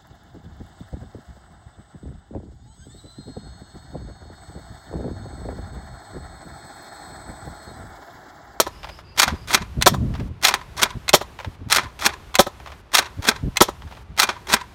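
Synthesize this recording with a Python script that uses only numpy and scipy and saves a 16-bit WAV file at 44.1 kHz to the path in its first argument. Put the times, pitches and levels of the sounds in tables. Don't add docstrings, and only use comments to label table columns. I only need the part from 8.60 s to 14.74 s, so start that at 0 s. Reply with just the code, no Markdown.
import sys
import numpy as np
from scipy import signal
from scipy.fft import rfft, irfft, next_fast_len
from scipy.io import wavfile
from scipy.ndimage import uniform_filter1d

SR = 44100
rng = np.random.default_rng(int(sys.argv[2]) if len(sys.argv) > 2 else 0)


def generate_wav(signal):
    frames = np.transpose(np.atleast_2d(signal))
    scaled = np.clip(frames, -1, 1) * 32767
    pcm = np.round(scaled).astype(np.int16)
    wavfile.write(sys.argv[1], SR, pcm)


N = 270774

# (time [s], mechanism trim [dB], muzzle pop trim [dB])
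SHOTS = [(-.0125, -2, -1.5), (1.260, .5, 1), (2.532, 0.5, 0.5), (3.7872, -1, 3.5), (5.0053, 1, 0)]
# (frequency [Hz], level [dB], t60 [s])
BARREL_MODES = [(148, -18.5, 0.024), (226, -21, 0.03), (368.3, -4, 0.038), (582, -3, 0.042),
                (790, -9, 0.045), (980, -6.5, 0.051), (1310, -12, 0.066), (1764, -13, 0.019)]
# (frequency [Hz], level [dB], t60 [s])
STOCK_MODES = [(229, 1.5, 0.074), (423, -1, 0.078), (989, -3.5, 0.062), (1556, 4, 0.068)]

# (frequency [Hz], relative level per Hz [dB])
SHELL_COLOUR = [(120, -29), (200, -10), (394, -10), (519, -6), (986, -0.5), (1450, 2), (1740, -1.3),
                (2470, -3.3), (2960, -3), (3430, -4), (5420, -10), (9400, -14.5), (10500, -18),
                (11900, -16), (16000, -25.5)]
SLAM_COLOUR = [(150, -9.5), (400, 7), (900, 4), (1400, 1), (2000, -0.5), (2850, -3), (3400, -4.5),
               (4400, -0.5), (4950, -3.5), (5500, -4), (7500, -8.5), (10300, -12.5), (12300, -12.5),
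               (16000, -38.5)]
REBOUND_COLOUR = [(200, -5), (800, 2), (2500, -9), (5500, -3), (9000, -2.5), (13000, -1), (16000, -11)]
AIR_COLOUR = [(50, -31.5), (150, -7.5), (400, -3), (900, -1.5), (1300, -5.5), (2200, -24.5), (6000, -34.5)]
CATCH_COLOUR = [(200, -21.5), (550, -12), (800, -2), (1700, -2), (3500, -5), (5000, -8.5), (8500, -11),
                (10400, -17.5), (12000, -14.5), (16000, -23)]
DART_COLOUR = [(200, -66), (500, 2), (900, 8), (1500, 0.5), (3000, -3.5), (6000, -15), (10000, -29),
               (16000, -29)]
GARDEN_COLOUR = [(15, -33), (25, -6), (64, 5.5), (127, -5), (270, -14.5), (384, -11.5), (503, -16.5),
                 (840, -15), (1020, -15.5), (1700, -20.5), (3620, -26), (7710, -35.5), (11900, -38.5),
                 (14800, -41.5), (16000, -54.5)]
WIND_COLOUR = [(15, -39), (25, -9), (70, 0), (179, -4.5), (279, -11.5), (325, -17), (395, -22),
               (700, -30.5), (910, -70.5), (1540, -120)]
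TREE_COLOUR = [(150, -4.5), (500, -4.5), (1100, 11.5), (3500, -12.5), (7000, 6.5), (16000, -15.5)]

# (frequency [Hz], width [Hz], boost [dB])
SHELL_MODES = [(379, 56, 7.5), (489, 35, -10), (815, 60, 3.5), (985, 110, 3.2), (1067, 21, -6),
               (1303, 75, 2), (1408, 260, -0.5), (1526, 65, 1.5), (2080, 120, 4), (2400, 35, 7),
               (2940, 330, -7), (3400, 490, 3), (4051, 450, 2.7), (4480, 210, 3), (5550, 110, 2),
               (5420, 480, 4), (5980, 400, 0.8), (6200, 540, 3.5), (6790, 470, 3.5), (7300, 400, -1),
               (8300, 260, 3), (9500, 290, 3), (10200, 260, -2), (11450, 220, 2.5)]
CYLINDER_MODES = [(1445, 87, -10), (1824, 47, 4), (2906, 440, -7.5), (3110, 77, 5.5), (3390, 790, 9.5),
                  (3670, 110, 1.5), (4135, 440, 1), (5000, 240, -6.5), (5400, 400, 6.5), (5941, 540, 3.5),
                  (6160, 190, 1), (6800, 400, 3), (8000, 90, 0), (8400, 250, 2.5), (10433, 470, -8),
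                  (11100, 240, 0)]
CATCH_MODES = [(766, 58, 5.7), (1015, 63, 6.3), (2067, 200, 9.9), (2550, 72, 8), (3459, 400, 5.6),
               (4100, 260, 10), (4560, 90, 6.9), (6170, 280, 8), (7300, 320, 5.5), (8645, 400, 6)]

# (time [s], level [dB])
GUSTS = [(0.0, -47), (0.2, -46), (1.04, -39), (1.39, -27), (1.52, -27), (1.76, -40), (1.98, -43.5),
         (2.21, -40.5), (2.74, -46), (3.15, -40), (3.47, -48), (4.14, -49), (4.5, -49), (4.84, -37.5),
         (5.06, -44), (5.52, -42), (5.66, -47), (6.14, -52)]
# (time [s], level [dB])
PUFFS = [(.68, -27), (.733, -21), (1.022, -26), (1.185, -20), (1.323, -21), (1.615, -23), (1.71, -27),
         (2.364, -25), (2.881, -25), (3.02, -28.5), (3.074, -28), (3.253, -29), (4.593, -25),
         (4.843, -21.5), (4.877, -21), (5.255, -30), (5.511, -32)]
# (start [s], end [s], reference pitch [Hz], level [dB])
PHRASES = [(.09, 0.426, 5300, -56), (.44, .57, 4950, -58), (.72, .86, 5100, -58.5)]
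# (share of the reference pitch, level trim [dB])
VOICES = [(0.97, 1.5), (.55, -1.5)]
# (delay [s], level [dB])
DOOR_ECHOES = [(0.0748, -15.5), (0.1, -26.5)]

# (time [s], level before the common trim [dB])
DARTS = [(.243, -19.5), (1.551, -22), (2.8, -20), (4.073, -23), (5.323, -27.5)]
# (time from the hit [s], level trim [dB])
DART_TAPS = [(-.012, -2), (0, 0), (.028, -9.5), (.046, 0)]
# (time [s], level before the common trim [dB])
SINGLE_TAPS = [(.388, -29), (4.0, -30), (5.219, -29), (5.273, -30.5)]

# (time [s], trim [dB], duration as a share of the usual, spring latching level [dB])
PULLS = [(0.597, .7, 1.0, -11.5), (1.8491, .3, 1.03, -14), (3.1239, -.7, 1.1, -10.5), (4.3501, .3, .96, -7),
         (5.5982, -.7, .98, -11.5)]
# (time from the crack [s], level [dB], treble trim [dB])
PULL_CONTACTS = [(-.034, -37, 0.5), (-.0135, -22.5, 8), (-.0058, -17, 9.5), (0, -17.5, 18),
                 (.021, -21.5, 13.5), (.033, -16, 11.5)]
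# (start from the crack [s], end [s], start level [dB], end level [dB])
PULL_SLIDE = (-.021, .046, -21, -17.5)
# (time [s], level [dB], treble trim [dB])
REAR_KNOCKS = [(.678, -9.5, -10), (1.9094, -14.5, -20), (1.9394, -12, 2.5), (3.1824, -6.5, -24),
               (5.6894, -8, -22)]
# (time after the knock [s], level trim [dB], treble trim [dB])
KNOCK_CONTACTS = [(0, 0, 0), (.009, -7.5, -11.5)]
# (time [s], trim [dB], duration as a share of the usual, jolt of the stock [dB])
PUSHES = [(.9454, .5, 1.07, -22.5), (2.2303, 0, .94, -23.5), (3.4616, -.3, 1.06, -23.5),
          (4.6868, .3, .96, -18), (5.937, 1, 1.0, -19)]
# (time from the slam [s], level [dB], treble trim [dB])
PUSH_CONTACTS = [(-.067, -31, 1), (-.037, -17, -14.5), (-.0135, -21.5, 5), (-.0075, -17, 7.5),
                 (0, -8.8, 6.5), (.003, -16, 10), (.027, -17.5, -18)]
# (start from the slam [s], end [s], start level [dB], end level [dB])
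PUSH_SLIDE = (-0.06, -0.0031, -30, -19.5)
# (time of the snap [s], snap level [dB], level of the slack taken up [dB])
TRIGGERS = [(1.2225, -12, -16), (2.491, -13.5, -16), (3.7528, -12, -21), (4.9695, -14, -24)]

LATCH_AFTER_S, LATCH_TREBLE_DB = .0395, 2
JOLT_LEAD_S = .0015
RATTLE_DB, RATTLE_TREBLE_DB, RATTLE_FALL_DB_PER_S = -22, -20, 150
RATTLE_GAP_S = .015
DRAG_DB, DRAG_HZ = 2.5, 500
SLACK_LEAD_S, SLACK_TREBLE_DB, SNAP_TREBLE_DB = .011, -11.5, 5.5
BREEZE_DB, CALM_DB = 5, -46.5
GARDEN_DB = -46
DULL_FROM_S, DULL_S = 0.426, 0.14
SLURS_PER_S, SLUR_DEPTH = 24, .022
CUTOFF_HZ = 16100

SIZE = next_fast_len(N + SR)
HZ = np.maximum(np.arange(SIZE // 2 + 1) * SR / SIZE, 1)
TIME = np.arange(SIZE) / SR
AGE = np.arange(SR // 4) / SR


def from_db(db):
    return 10 ** (np.asarray(db) / 20)


def fade(t, t60):
    return (t >= 0) * np.exp(-np.log(1000) * np.maximum(t, 0) / t60)


def add(track, s, sound):
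    track[(round(s * SR) + np.arange(len(sound))) % SIZE] += sound


def lowpass(x, hz, order=2):
    sos = signal.butter(order, min(hz, .45 * SR), fs=SR, output="sos")
    return signal.sosfilt(sos, x + 1e-18)


def colour(x, spectrum, modes=()):
    hz, db = np.transpose(spectrum)
    db = np.interp(np.log(HZ), np.log(hz), db)
    for centre, width, peak_db in modes:
        db = db + peak_db / (1 + (2 * (HZ - centre) / width) ** 2)
    gain = from_db(db)
    unit_gain = gain / np.sqrt(np.mean(gain ** 2))
    cepstrum = irfft(np.log(unit_gain), SIZE)
    cepstrum[1:] *= 2 * (np.arange(1, SIZE) < SIZE // 2)
    return irfft(rfft(x, SIZE) * np.exp(rfft(cepstrum)), SIZE)


def drift(rate):
    knots = rng.standard_normal(SR // 10)
    return np.interp(TIME * rate, np.arange(len(knots)), knots)


def chatter(spread_db, count=len(AGE)):
    noise = rng.standard_normal(count)
    sizes = np.repeat(rng.standard_normal(count // 16 + 1), 16)[:count]
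    x = noise * from_db(abs(spread_db) * sizes)
    return x / x.std()


def ring(modes):
    out = 0
    for hz, db, t60 in modes:
        detune, phase = rng.normal(0, 0.017), rng.normal(0, 0.46)
        sine = np.sin(2 * np.pi * hz * (1 + detune) * AGE + phase)
        out = out + from_db(db) * fade(AGE, t60) * sine
    return out * (1 - fade(AGE, 0.0052))


def blows(rows, t60, tail_db, tail_t60, rise, split_hz):
    body, treble = np.zeros((2, SIZE))
    for s, db, treble_db in rows:
        ringing = chatter(spread_db=1.0) * (1 - fade(AGE, rise))
        decay = fade(AGE, t60) + from_db(tail_db) * fade(AGE, tail_t60)
        add(body, s, from_db(db) * ringing * decay)
        add(treble, s, from_db(db + treble_db) * ringing * fade(AGE, t60 * 0.86))
    return lowpass(body - treble, split_hz, order=1) + treble


def plunger():
    crash, snap, air, pop = np.zeros((4, SIZE))
    for s, db, pop_db in SHOTS:
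        rush = from_db(-13.0) * fade(AGE, 0.13)
        since_slam = AGE - .004
        slam = from_db(-2.5) * fade(since_slam, 0.067) * (1 - fade(since_slam, 0.0086))
        puff = np.exp(-((AGE - .0105) / 0.0043) ** 2)
        add(crash, s, from_db(db) * np.hypot(rush, slam) * chatter(spread_db=1.5))
        add(snap, s + .0145, from_db(db - 7.0) * fade(AGE, 0.045) * chatter(spread_db=3.5))
        add(air, s, from_db(pop_db - 6) * puff * chatter(spread_db=0.5))
        add(pop, s + 0.006512, from_db(pop_db + 2) * ring(BARREL_MODES))
    mechanism = colour(crash, SLAM_COLOUR, CYLINDER_MODES) + colour(snap, REBOUND_COLOUR, CYLINDER_MODES)
    muzzle = pop + colour(air, AIR_COLOUR)
    return mechanism, muzzle


def wind():
    breeze = from_db(np.interp(TIME, *np.transpose(GUSTS)))
    gust = from_db(BREEZE_DB) * np.maximum(breeze - from_db(CALM_DB), 0)
    eddies = colour(rng.standard_normal(SIZE), WIND_COLOUR)
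    eddies /= np.sqrt(uniform_filter1d(eddies ** 2, size=1500) + 1e-6)
    puffs = np.zeros(SIZE)
    middle = AGE.mean()
    for s, db in PUFFS:
        add(puffs, s - middle, from_db(db) * np.exp(-((AGE - middle) / 0.017) ** 2))
    strength = np.hypot(gust * from_db(2.55 * drift(35)), puffs)
    slow = lowpass(eddies, 170)
    treble_share = np.clip(strength / from_db(-24.5), 0, 1)
    return strength * (slow + treble_share * (eddies - slow))


def garden():
    hush = from_db(GARDEN_DB + .8 * drift(13)) * colour(rng.standard_normal(SIZE), GARDEN_COLOUR)
    dull_share = 0
    for s, *_ in SHOTS:
        start = s + DULL_FROM_S
        dull_share = dull_share + np.heaviside(TIME - start, 0) * (TIME < start + DULL_S)
    dull_share = uniform_filter1d(dull_share, size=600)
    dull = from_db(-3) * lowpass(hush, 3500, order=1) + from_db(-12.5) * hush
    return (1 - dull_share) * from_db(2.5) * hush + dull_share * dull


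def driveway(clatter, muzzle):
    wall, door = np.zeros((2, SIZE))
    add(wall, .0738, from_db(-35.5) * chatter(spread_db=1.0) * fade(AGE, 0.056))
    add(wall, .0738, [1])
    for delay, db in DOOR_ECHOES:
        add(door, delay, [from_db(db)])
    ribs = signal.lfilter(*signal.iirpeak(1010, 5, fs=SR), clatter)
    sent = from_db(-18.5) * muzzle + from_db(-24.5) * lowpass(clatter, 4500, order=1)
    scatter = rng.standard_normal(SIZE) * fade(TIME, 0.57) * (1 - fade(TIME, 0.13))
    scatter = colour(scatter / np.linalg.norm(scatter), TREE_COLOUR)
    tail = from_db(-43.5) * rfft(clatter + muzzle) * rfft(scatter)
    return irfft(rfft(sent) * rfft(wall) + rfft(ribs) * rfft(door) + tail, SIZE)


def bird():
    song = np.zeros(SIZE)
    for start, end, hz, db in PHRASES:
        count = max(round((end - start) * SR), 2)
        slurs = SLUR_DEPTH * np.sin(2 * np.pi * SLURS_PER_S * TIME[:count])
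        for share, voice_db in VOICES:
            flutter = .012 * drift(60)[:count] + .042 * drift(830)[:count]
            pitch = hz * share * (1 + slurs + flutter)
            level = from_db(db + voice_db + 3 * drift(74)[:count]) * signal.windows.tukey(count, .2)
            add(song, start, level * np.sin(2 * np.pi * np.cumsum(pitch) / SR))
    blur = rng.standard_normal(len(AGE)) * fade(AGE, .09)
    return signal.fftconvolve(song, blur / np.linalg.norm(blur))[:SIZE]


def darts():
    taps = np.zeros(SIZE)
    landings = [(s + lag, db + tap_db) for s, db in DARTS for lag, tap_db in DART_TAPS]
    for s, db in landings + SINGLE_TAPS:
        add(taps, s, from_db(db - 9.5) * chatter(spread_db=3.5) * fade(AGE, 0.068))
    return colour(taps, DART_COLOUR)


def contacts(pattern, s, db, treble_db=0, stretch=1):
    return [(s + stretch * lag, db + level, treble_db + treble) for lag, level, treble in pattern]


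def rattle(s, count):
    lags = np.cumsum(RATTLE_GAP_S * rng.uniform(.4, 1.6, count))
    return [(s + lag, RATTLE_DB - RATTLE_FALL_DB_PER_S * lag + rng.normal(0, 2), RATTLE_TREBLE_DB)
            for lag in lags]


def slide(shape, s, db, stretch=1):
    start, end, start_db, end_db = shape
    start, end = s + stretch * start, s + stretch * end
    times = [start - .006, start, end, end + 0.02]
    levels = np.interp(TIME, times, [-60, start_db, end_db, -50], left=-120, right=-120)
    return from_db(db + levels)


def judder(per_s, t60):
    slips = (rng.random(SIZE) < per_s / SR) * from_db(rng.normal(0, 3.7, SIZE))
    power = np.abs(signal.fftconvolve(slips, fade(AGE, t60) ** 2)[:SIZE])
    return np.sqrt(power / power.mean())


def pump():
    back, forward, thuds = np.zeros((3, SIZE))
    hits = []
    for s, db, stretch, latch_db in PULLS:
        latch = s + stretch * LATCH_AFTER_S
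        hits += contacts(PULL_CONTACTS, s, db, stretch=stretch)
        hits += [(latch, latch_db, LATCH_TREBLE_DB)] + rattle(latch, count=7)
        back += slide(PULL_SLIDE, s, db, stretch)
    for s, db, treble_db in REAR_KNOCKS:
        hits += contacts(KNOCK_CONTACTS, s, db, treble_db)
    for s, db, stretch, jolt_db in PUSHES:
        hits += contacts(PUSH_CONTACTS, s, db, stretch=stretch) + rattle(s, count=2)
        forward += slide(PUSH_SLIDE, s, db, stretch)
        add(thuds, s - JOLT_LEAD_S, from_db(jolt_db) * ring(STOCK_MODES))
    grit = chatter(spread_db=2.0, count=SIZE) * judder(per_s=450, t60=0.031)
    scrape = from_db(-4.5) * (back + forward) * grit
    drag = from_db(DRAG_DB) * lowpass(forward * chatter(spread_db=3.0, count=SIZE), DRAG_HZ)
    knocks = blows(hits, t60=.040, tail_db=-19.5, tail_t60=0.27, rise=0.0033, split_hz=1690)
    return colour(knocks + scrape + drag, SHELL_COLOUR, SHELL_MODES) + thuds


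def trigger():
    hits = []
    for s, db, slack_db in TRIGGERS:
        hits += [(s - SLACK_LEAD_S, slack_db, SLACK_TREBLE_DB), (s, db, SNAP_TREBLE_DB)]
    clicks = blows(hits, t60=0.034, tail_db=-18, tail_t60=0.11, rise=0.0052, split_hz=1860)
    return from_db(2.0) * colour(clicks, CATCH_COLOUR, CATCH_MODES)


def scene():
    crash, pop = plunger()
    clatter = pump() + trigger() + crash
    blaster = clatter + pop + driveway(clatter, pop)
    return (blaster + darts() + wind() + garden() + bird())[None, :N]


def record(dry):
    heard = signal.sosfilt(signal.butter(3, 30, "high", fs=SR, output="sos"), dry)
    clipped = heard / (1 + heard ** 8) ** (1 / 8)
    return signal.sosfilt(signal.ellip(10, .2, 70, CUTOFF_HZ, fs=SR, output="sos"), clipped)


dry = scene()
out = record(dry)
generate_wav(out)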